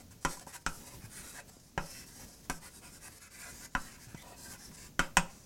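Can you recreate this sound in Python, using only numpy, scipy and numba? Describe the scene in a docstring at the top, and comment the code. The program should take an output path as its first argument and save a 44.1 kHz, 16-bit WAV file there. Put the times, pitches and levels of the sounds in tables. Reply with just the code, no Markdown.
"""A stick of chalk writes small letters on a large sliding board, close to a clip-on microphone in a quiet room.
From the start the air hisses softly, a sleeve rustles as low noise and chalk strokes follow one another:
grit noise for the tip, ringing modes for stick and panel. Landings tick and ring the board, audible sway
joins from 0.25 s on; thin streaks rise at 0.53 s and from 3.4 to 4.2 s; dull decaying sines knock near 1, 1.6
and 4.1-4.3 s; the two hardest landings come at 4.99 and 5.17 s, before a last faint stroke."""
import sys
import numpy as np
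from scipy import signal
from scipy.fft import rfft, irfft
from scipy.io import wavfile
from scipy.ndimage import uniform_filter1d
from numba import njit

SR = 44100
rng = np.random.default_rng(int(sys.argv[2]) if len(sys.argv) > 2 else 0)


def gain_from_db(level_db):
    """Turn a decibel level (scalar or array-like) into a linear amplitude factor."""
    decades = np.asarray(level_db, float) / 20
    return 10 ** decades


def persist_wave(psi):
    """Save psi, clipped to +-1, as 16-bit WAV."""
    counts = np.round(np.clip(psi, -1, 1) * 32767).astype(np.int16)
    wavfile.write(sys.argv[1], SR, np.atleast_2d(counts).T)


N = 240518
TIME = np.arange(N) / SR


def colour(x, points):
    """Filter by (f/Hz, level/dB) points; rms 1."""
    hz, db = np.transpose(points)
    f = np.maximum(np.arange(len(x) // 2 + 1) * SR / len(x), 1)
    gain_db = np.interp(np.log(f), np.log(hz), db)
    y = irfft(rfft(x) * gain_from_db(gain_db), len(x))
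    return y / np.std(y)


def walk(rate_hz):
    """Random levels held 1 / rate_hz and slewed twice; spread near 1."""
    hold = int(SR / rate_hz)
    steps = np.repeat(rng.standard_normal(N // hold + 1), hold)
    slewed = uniform_filter1d(uniform_filter1d(steps, hold), hold)
    return 1.49 * slewed[:N]


def add(out, x, start_s):
    """Mix x into out from start_s."""
    i = int(start_s * SR)
    out[i:i + len(x)] += x[:N - i]


@njit
def svf(x, hz, width_hz):
    """State-variable band-pass whose centre moves, gain 1 at the centre."""
    y, band, low = np.empty(len(x)), 0., 0.
    for i in range(len(x)):
        g = np.tan(np.pi * hz[i] / SR)
        k = width_hz / hz[i]
        v = (band + g * (x[i] - low)) / (1 + g * (g + k))
        band, low, y[i] = 2 * v - band, low + 2 * g * v, k * v
    return y


def modes(table, count, spread):
    """Complex decays: each row splits into one mode per 70 Hz of its f, 1 to count, scattered around f."""
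    crowd = np.clip(np.array(table)[:, 0] // 70, 1, count).astype(int)
    hz, db, t60_s = np.repeat(table, crowd, axis=0).T[:, :, None]
    crowd = np.repeat(crowd, crowd)[:, None]
    hz = hz * (1 + spread * (crowd > 1) * rng.uniform(-1.07, 1, hz.shape))
    t = TIME[:SR // 4]
    return gain_from_db(db) / np.sqrt(crowd) * np.exp(t * (2j * np.pi * hz - np.log(1000) / t60_s))


def struck(rings, spot_db, spot_turn_rad):
    """Unit-energy answer to a unit push; each spot weights and turns the modes its own way."""
    weight, turn = rng.standard_normal((len(rings), 2)).T
    spot = gain_from_db(spot_db * weight) * np.exp(1j * spot_turn_rad * turn)
    ring = -np.real(spot @ rings)
    return ring / np.sqrt(np.sum(ring ** 2))


# spectrum of the still air: [f/Hz, relative level/dB per Hz]
AIR_SPECTRUM = [(20, -9), (60, -3.5), (150, -6.5), (400, -20.5), (800, -22), (1500, -29), (3500, -29.5),
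                (6500, -20.5), (10000, -41), (12800, -46), (13600, -63)]


def still_air():
    """Steady coloured noise of the room air."""
    air_rms_db = -63
    return gain_from_db(air_rms_db) * colour(rng.standard_normal(N), AIR_SPECTRUM)


# low rustle of the moving arm: [t/s, level/dB before flutter]
RUSTLE_LEVELS = [(0.0, -56.5), (0.14, -61.5), (0.39, -61.5), (0.85, -56.5), (1.26, -54), (1.53, -59.5),
                 (1.77, -67), (1.93, -55.5), (2.49, -61.5), (2.88, -60), (3.29, -67.5), (3.51, -53),
                 (3.61, -57.5), (4.04, -60), (4.78, -55), (5.01, -63.5), (5.16, -56), (5.45, -61.5)]
# soft knocks of hand or cloth: [t/s, level/dB, final f/Hz, t60/s]
SOFT_KNOCKS = [(1.04, -40, 107.5, 0.17), (1.568, -45, 201, 0.02), (4.07, -45.5, 116, 0.14),
               (4.146, -34.5, 136, 0.043), (4.322, -42.5, 370, 0.031)]


def arm():
    """Cloth rumble whose level flutters, and a few dull knocks that sag in pitch."""
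    cloth_db, flutter_db, flutter_hz = -6, 2.28, 18
    s, db = np.transpose(RUSTLE_LEVELS)
    rumble = colour(rng.standard_normal(N), [(10, -6), (40, 1.5), (100, -1), (250, -2.5), (500, -27.0)])
    cloth = colour(rng.standard_normal(N), [(150, 4), (350, 3.5), (650, -3), (1200, -17)])
    level_db = np.interp(TIME, s, db) + flutter_db * walk(flutter_hz)
    out = gain_from_db(level_db) * (rumble + gain_from_db(cloth_db) * cloth)
    t = TIME[:SR // 5]
    sagging_s = t + 0.0025 * (1 - np.exp(-t / 0.0014))
    for s, db, hz, t60_s in SOFT_KNOCKS:
        knock = np.sin(2 * np.pi * hz * sagging_s) * np.exp(-np.log(1000) * t / t60_s)
        add(out, -gain_from_db(db) * knock, s)
    return out


def room(x):
    """Diffuse tail that builds within 2 ms and loses its treble first."""
    dark_t60_s, treble_t60_s, tail_db = 0.29, 0.1, -6
    t = TIME[:SR // 2]
    dark = colour(rng.standard_normal(len(t)), [(100, -19.0), (300, 4.5), (2000, -10.5), (4000, -9.0)])
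    tail = dark * np.exp(-np.log(1000) * t / dark_t60_s)
    tail = tail + 3.18 * rng.standard_normal(len(t)) * np.exp(-np.log(1000) * t / treble_t60_s)
    tail = tail * (1 - np.exp(-t / 0.00043))
    return gain_from_db(tail_db) * signal.fftconvolve(x, tail / np.sqrt(np.sum(tail ** 2)))[:N]


# thin rising streaks where the tip chatters: [t/s, length/s, from f/Hz, to f/Hz, level/dB before swell]
CHATTER_STREAKS = [(0.528, 0.029, 2720, 2900, -60), (3.41, 0.05, 6800, 7600, -55),
                   (3.626, 0.041, 6260, 6900, -53), (4.166, 0.081, 3070, 4000, -60)]


def streaks():
    """Noise through a narrow gliding band-pass, one soft swell each."""
    out = np.zeros(N)
    for s, length_s, from_hz, to_hz, db in CHATTER_STREAKS:
        noise = rng.standard_normal(SR // 5)[:int(length_s * SR)]
        glide_hz = np.linspace(from_hz, to_hz, len(noise))
        line = svf(svf(noise, glide_hz, 300.), glide_hz, 300.)
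        add(out, gain_from_db(db) * np.hanning(len(line)) * line / np.std(line), s)
    return out


# ringing of the board: [f/Hz around which modes scatter, relative level/dB, t60/s]
BOARD_MODES = [(165, -11.5, 0.22), (198, -8, 0.13), (237.5, -2, 0.041), (331, -27.5, 0.13),
               (456.5, -15.5, 0.097), (578, -6, 0.084), (759, 0, 0.032), (844, -3, 0.036),
               (999, 0.5, 0.068), (1098, -26, 0.13), (1273, -4, 0.026), (1251, -6.5, 0.12),
               (1474, 2, 0.037), (1558, -3.5, 0.03), (1813, 4, 0.015), (1947, -18, 0.015),
               (2059, -2.5, 0.053), (2415, -9.5, 0.082), (2400, -3, 0.056), (2632, -5, 0.084),
               (2900, -2.5, 0.049), (3182, 0, 0.019), (3640, -8, 0.074), (4140, -6, 0.026),
               (4890, -12, 0.15), (4940, -12, 0.016), (5660, -16, 0.065), (5540, 5, 0.034),
               (6590, -1.5, 0.088), (6890, -10.5, 0.061), (7900, 7, .035), (8450, -33, 0.027)]


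def board():
    """Panel resonances as clusters of decaying modes."""
    return modes(BOARD_MODES, count=12, spread=0.078)


# colour of the breaking grit: [f/Hz, relative level/dB per Hz]
GRIT_SPECTRUM = [(1500, -4), (3000, -10), (4000, -6), (5200, 1), (7300, 3), (9000, 0), (11000, -5.5),
                 (13000, -11), (16000, -23.5)]


def grit_colour(x):
    """Spectrum of chalk grit breaking; rms 1."""
    return colour(x, GRIT_SPECTRUM)


# landings: [t/s, blow level/dB, tick level/dB over blow, contact/ms (push peaks at a quarter of it),
# f/Hz that this spot of the board favours]
LANDINGS = [(0.226, -75, 27, 0.13, 5500), (0.2494, -27, -2.5, 0.15, 1070), (0.371, -52.5, 6, 0.54, 970),
            (0.395, -56.5, 15.5, 0.069, 1500), (0.466, -61, 15, 0.65, 2510), (0.471, -47.5, -9, 0.77, 845),
            (0.6638, -28.5, -12, 0.066, 1370), (1.7774, -29.5, -15, 0.42, 1400),
            (2.498, -33, 5, 0.26, 1530), (3.751, -27.5, -22, 0.27, 1340), (3.983, -63, 0, 0.17, 1000),
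            (4.147, -51.5, -10, 0.13, 400), (4.7143, -59, 4, 0.42, 2020), (4.993, -23.5, -3.5, 0.15, 1390),
            (5.1698, -20, 1, 0.12, 1760)]


def taps(panel):
    """A short push rings the modes, the chalk end crunches, and a slowing bend wave sways the panel."""
    # sway of the softest landings is too faint to hear and is left out; it grows slower than the blow
    faint_blow_db, sway_base_db, sway_db_per_db = -40, -43, 0.646
    first_give_db = 6.5  # over the blow: the surface first gives way in one inward pulse
    near, sway = np.zeros(N), np.zeros(N)
    t = TIME[:SR // 5]
    bend = np.sin(4.66 * np.log(1 + t / 0.013)) * (1 - np.exp(-t / 0.0051)) * np.exp(-t / 0.042)
    crunch = (1 - np.exp(-t / 0.00066)) * (np.exp(-t / 0.0016) + 0.33 * np.exp(-t / 0.0055))
    for s, blow_db, tick_db, contact_ms, spot_hz in LANDINGS:
        # softer contact lasts longer and dulls the ring
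        push = t[:200] * np.exp(-t[:200] / (contact_ms / 1000 / 4))
        ring = signal.fftconvolve(struck(panel, spot_db=2.0, spot_turn_rad=2.87), push / push.sum())
        ring = ring + gain_from_db(4.5) * svf(ring, np.full(len(ring), 1. * spot_hz), 230.0)
        ring = ring / np.sqrt(np.mean(ring[:SR // 100] ** 2))
        crack = grit_colour(rng.standard_normal(len(t))) * crunch
        add(near, gain_from_db(blow_db) * ring, s)
        add(near, -gain_from_db(blow_db + first_give_db) * push / push.max(), s)
        add(near, gain_from_db(blow_db + tick_db) * crack, s)
        if blow_db > faint_blow_db:
            sway_db = sway_base_db + sway_db_per_db * (blow_db - faint_blow_db)
            add(sway, gain_from_db(sway_db) * bend / np.max(np.abs(bend)), s)
    return near, sway


def rubbing(density_hz, spread_db):
    """Smooth rubbing noise with sparse harder particles in it; rms 1."""
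    hard = (rng.random(N) < density_hz / SR) * gain_from_db(spread_db * rng.exponential(size=N))
    rub = rng.standard_normal(N) * (1 + hard)
    return rub / np.std(rub)


# ringing of the chalk stick: [f/Hz around which modes scatter, relative level/dB, t60/s]
STICK_MODES = [(4106, 4, 0.034), (4970, -1.5, 0.075), (5200, 3, 0.018), (5600, -21, 0.011),
               (6346, -10.5, 0.054), (7430, -2.5, 0.0068), (7850, -18.5, 0.055), (8730, -8, 0.037),
               (9190, -12, 0.026), (10720, 5, 0.023), (11260, 1.5, 0.015), (12600, -6, 0.023),
               (14300, 2, 0.022), (15300, 3, .025)]
# how the hand holds the chalk: [t/s, ring of the free end f/Hz at rest,
# centre of the drag f/Hz (lower under a heavy hand), tip sharpness as hiss level/dB above 10 kHz]
HAND_GRIP = [(0.0, 7660, 1100, 3.5), (0.7, 7900, 1250, 7), (0.9, 4870, 980, 6), (1.05, 5400, 1090, 7.5),
             (1.16, 10000, 1330, 6), (1.28, 7950, 1490, 6), (1.5, 7900, 754, 4), (1.85, 5200, 900, 7),
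             (1.96, 5200, 1680, 8), (2.3, 5600, 790, 5), (2.65, 8700, 1210, 6), (3.14, 8850, 1520, 7),
             (3.24, 6260, 1590, 5), (3.39, 7100, 1790, 8), (3.46, 7300, 970, 6), (3.63, 6760, 1570, 5),
             (3.85, 7060, 1490, 3), (4.2, 5700, 1420, 7.5), (4.25, 8500, 860, 5), (4.34, 8000, 840, 6),
             (4.45, 7350, 1370, 8), (4.64, 5340, 1360, 5), (4.8, 7200, 1580, 0), (5.05, 7460, 1180, 5),
             (5.45, 5800, 806, -8)]
# [t/s, nominal length/s, relative tip hiss level/dB, board drag level/dB (rms about 3 dB lower),
# share of the stroke at top speed/0-1]
CHALK_STROKES = [(-0.03, 0.051, -53.5, -59, 0), (0.108, 0.022, -55, -61, 0.4),
                 (0.208, 0.041, -55.5, -92, 0.7), (0.269, 0.097, -48, -59, 0.4),
                 (0.364, 0.035, -55.5, -80, 0.3), (0.409, 0.024, -55, -56, 0.1),
                 (0.472, 0.056, -54, -61, 0.13), (0.525, 0.041, -46, -49.5, 0.9),
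                 (0.596, 0.03, -62, -79, 0.9), (0.675, 0.15, -53.5, -62, 0.1),
                 (0.797, 0.17, -55, -59, 0.65), (0.999, 0.066, -55, -58, 0.72),
                 (1.093, 0.13, -48.5, -56, 0.77), (1.22, 0.15, -50.5, -58, 0.15),
                 (1.341, 0.064, -48.5, -48.5, 1), (1.474, 0.027, -58, -62, 0.7),
                 (1.512, 0.093, -62.5, -68.5, 0), (1.597, 0.13, -63, -81, 0),
                 (1.78, 0.27, -49.5, -56, 0.56), (2.059, 0.14, -54, -67, 0.24),
                 (2.159, 0.095, -54, -58, 0.78), (2.257, 0.16, -57.5, -68, 0.22),
                 (2.424, 0.044, -63, -68, 0.6), (2.504, 0.084, -51.5, -68, 0.1),
                 (2.602, 0.09, -53, -56, 0.6), (2.703, 0.096, -55, -72, 0.52),
                 (2.814, 0.095, -53.5, -57.5, 0.34), (2.894, 0.095, -55, -64.5, 0.7),
                 (3.001, 0.083, -51.5, -55.5, 0.9), (3.089, 0.098, -54, -65.5, 0.9),
                 (3.201, 0.081, -54.5, -57.5, 0.4), (3.302, 0.12, -51.5, -56, 0.92),
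                 (3.415, 0.12, -50, -51.5, 0.4), (3.531, 0.085, -50.5, -65.5, 0.44),
                 (3.608, 0.053, -48, -55, 0.9), (3.705, 0.07, -63, -78, 0.51),
                 (3.766, 0.16, -53, -58, 0.35), (3.902, 0.062, -55.5, -58.5, 0.8),
                 (3.988, 0.083, -53.5, -61, 0.6), (4.073, 0.076, -60.5, -61, 0.46),
                 (4.155, 0.072, -54.5, -57.5, 0.95), (4.219, 0.14, -58, -54.5, 0.57),
                 (4.359, 0.17, -52, -59, 0.4), (4.498, 0.066, -53, -53.5, 0.63),
                 (4.574, 0.12, -54, -62, 0.58), (4.709, 0.052, -55, -67, 0.9),
                 (4.766, 0.12, -53.5, -61, 0.17), (5.009, 0.065, -51.5, -48, 0.2), (5.2, 0.12, -76, -63, 0),
                 (5.255, 0.33, -60, -66.5, 0.3)]


def writing(panel):
    """Each stroke speeds up and slows; the tip hisses, the stick sings and the drag hums in the panel."""
    stick = modes(STICK_MODES, count=12, spread=0.075)
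    rub = rubbing(density_hz=1500., spread_db=2.5)
    tip = grit_colour(rub * gain_from_db(1.57 * walk(60)))
    # uneven stick and slip pushes the panel
    push = colour(rub * gain_from_db(1.34 * walk(45)),
                  [(150, -37), (500, 18.0), (1000, 2.5), (2500, 12.5), (4000, 8), (8000, -36)])
    at, *columns = np.transpose(HAND_GRIP)
    ring_hz, centre_hz, sharpness_db = (np.interp(TIME, at, c) for c in columns)
    pressure_db = 1.5 * walk(14)  # the hand never presses evenly
    edge = signal.sosfilt(signal.butter(2, 10000, "high", fs=SR, output="sos"), tip)
    tip = tip + (gain_from_db(sharpness_db) - 1) * edge
    drag_band = svf(svf(push, centre_hz, 1660.0), centre_hz, 1660.0)
    push = gain_from_db(pressure_db) * (push + gain_from_db(9.5) * drag_band)
    out = np.zeros(N)
    for s, length_s, hiss_db, drag_db, top in CHALK_STROKES:
        near = slice(max(int((s - .004) * SR), 0), int((s + length_s + 0.00059) * SR))
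        start_s = TIME[near][0]
        u = np.clip((TIME[near] - s + 0.0014) / (length_s + 0.0053), 0, 1)
        top = np.clip(top, .05, .95)
        speed = np.sin(np.pi / 2 * np.where(u < top, u / top, (1 - u) / (1 - top)))
        end_hz = np.mean(ring_hz[near]) * (1 + 0.0082 * speed)  # higher when pushed fast
        hiss = tip[near] + gain_from_db(-5) * svf(tip[near], end_hz, 770.0)
        hiss = gain_from_db(hiss_db) * speed ** 0.63 * hiss
        hum = signal.fftconvolve(speed ** 0.7 * push[near], struck(panel, spot_db=1.0, spot_turn_rad=2.47))
        hum[:len(u)] += gain_from_db(-2) * speed ** 0.28 * push[near]  # the contact patch also sounds by itself
        singing = signal.fftconvolve(hiss, struck(stick, spot_db=-6.0, spot_turn_rad=3.03))
        add(out, gain_from_db(-2.0) * hiss, start_s)
        add(out, gain_from_db(-9) * singing, start_s)
        add(out, gain_from_db(drag_db) * hum * np.sqrt(len(u) / np.sum(hum ** 2) / 2), start_s)
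    return out


def scene():
    """Chalk and board with their room, the sway, the arm, and the still air."""
    panel = board()
    near, sway = taps(panel)
    chalk = near + writing(panel) + streaks()
    return (chalk + room(chalk) + sway + arm() + still_air())[None, :]


def top_cut(x):
    """Nothing passes above the cut-off."""
    return signal.sosfilt(signal.butter(12, 16790, fs=SR, output="sos"), x)


def record(dry):
    """The microphone chain ends in a steep low-pass near the top of hearing."""
    top_hz, ripple_db, stop_db = 16200, .2, 70
    low_pass = signal.ellip(8, ripple_db, stop_db, top_hz, fs=SR, output="sos")
    mix = signal.sosfilt(low_pass, dry)
    return top_cut(mix)


dry = scene()
out = record(dry)
persist_wave(out)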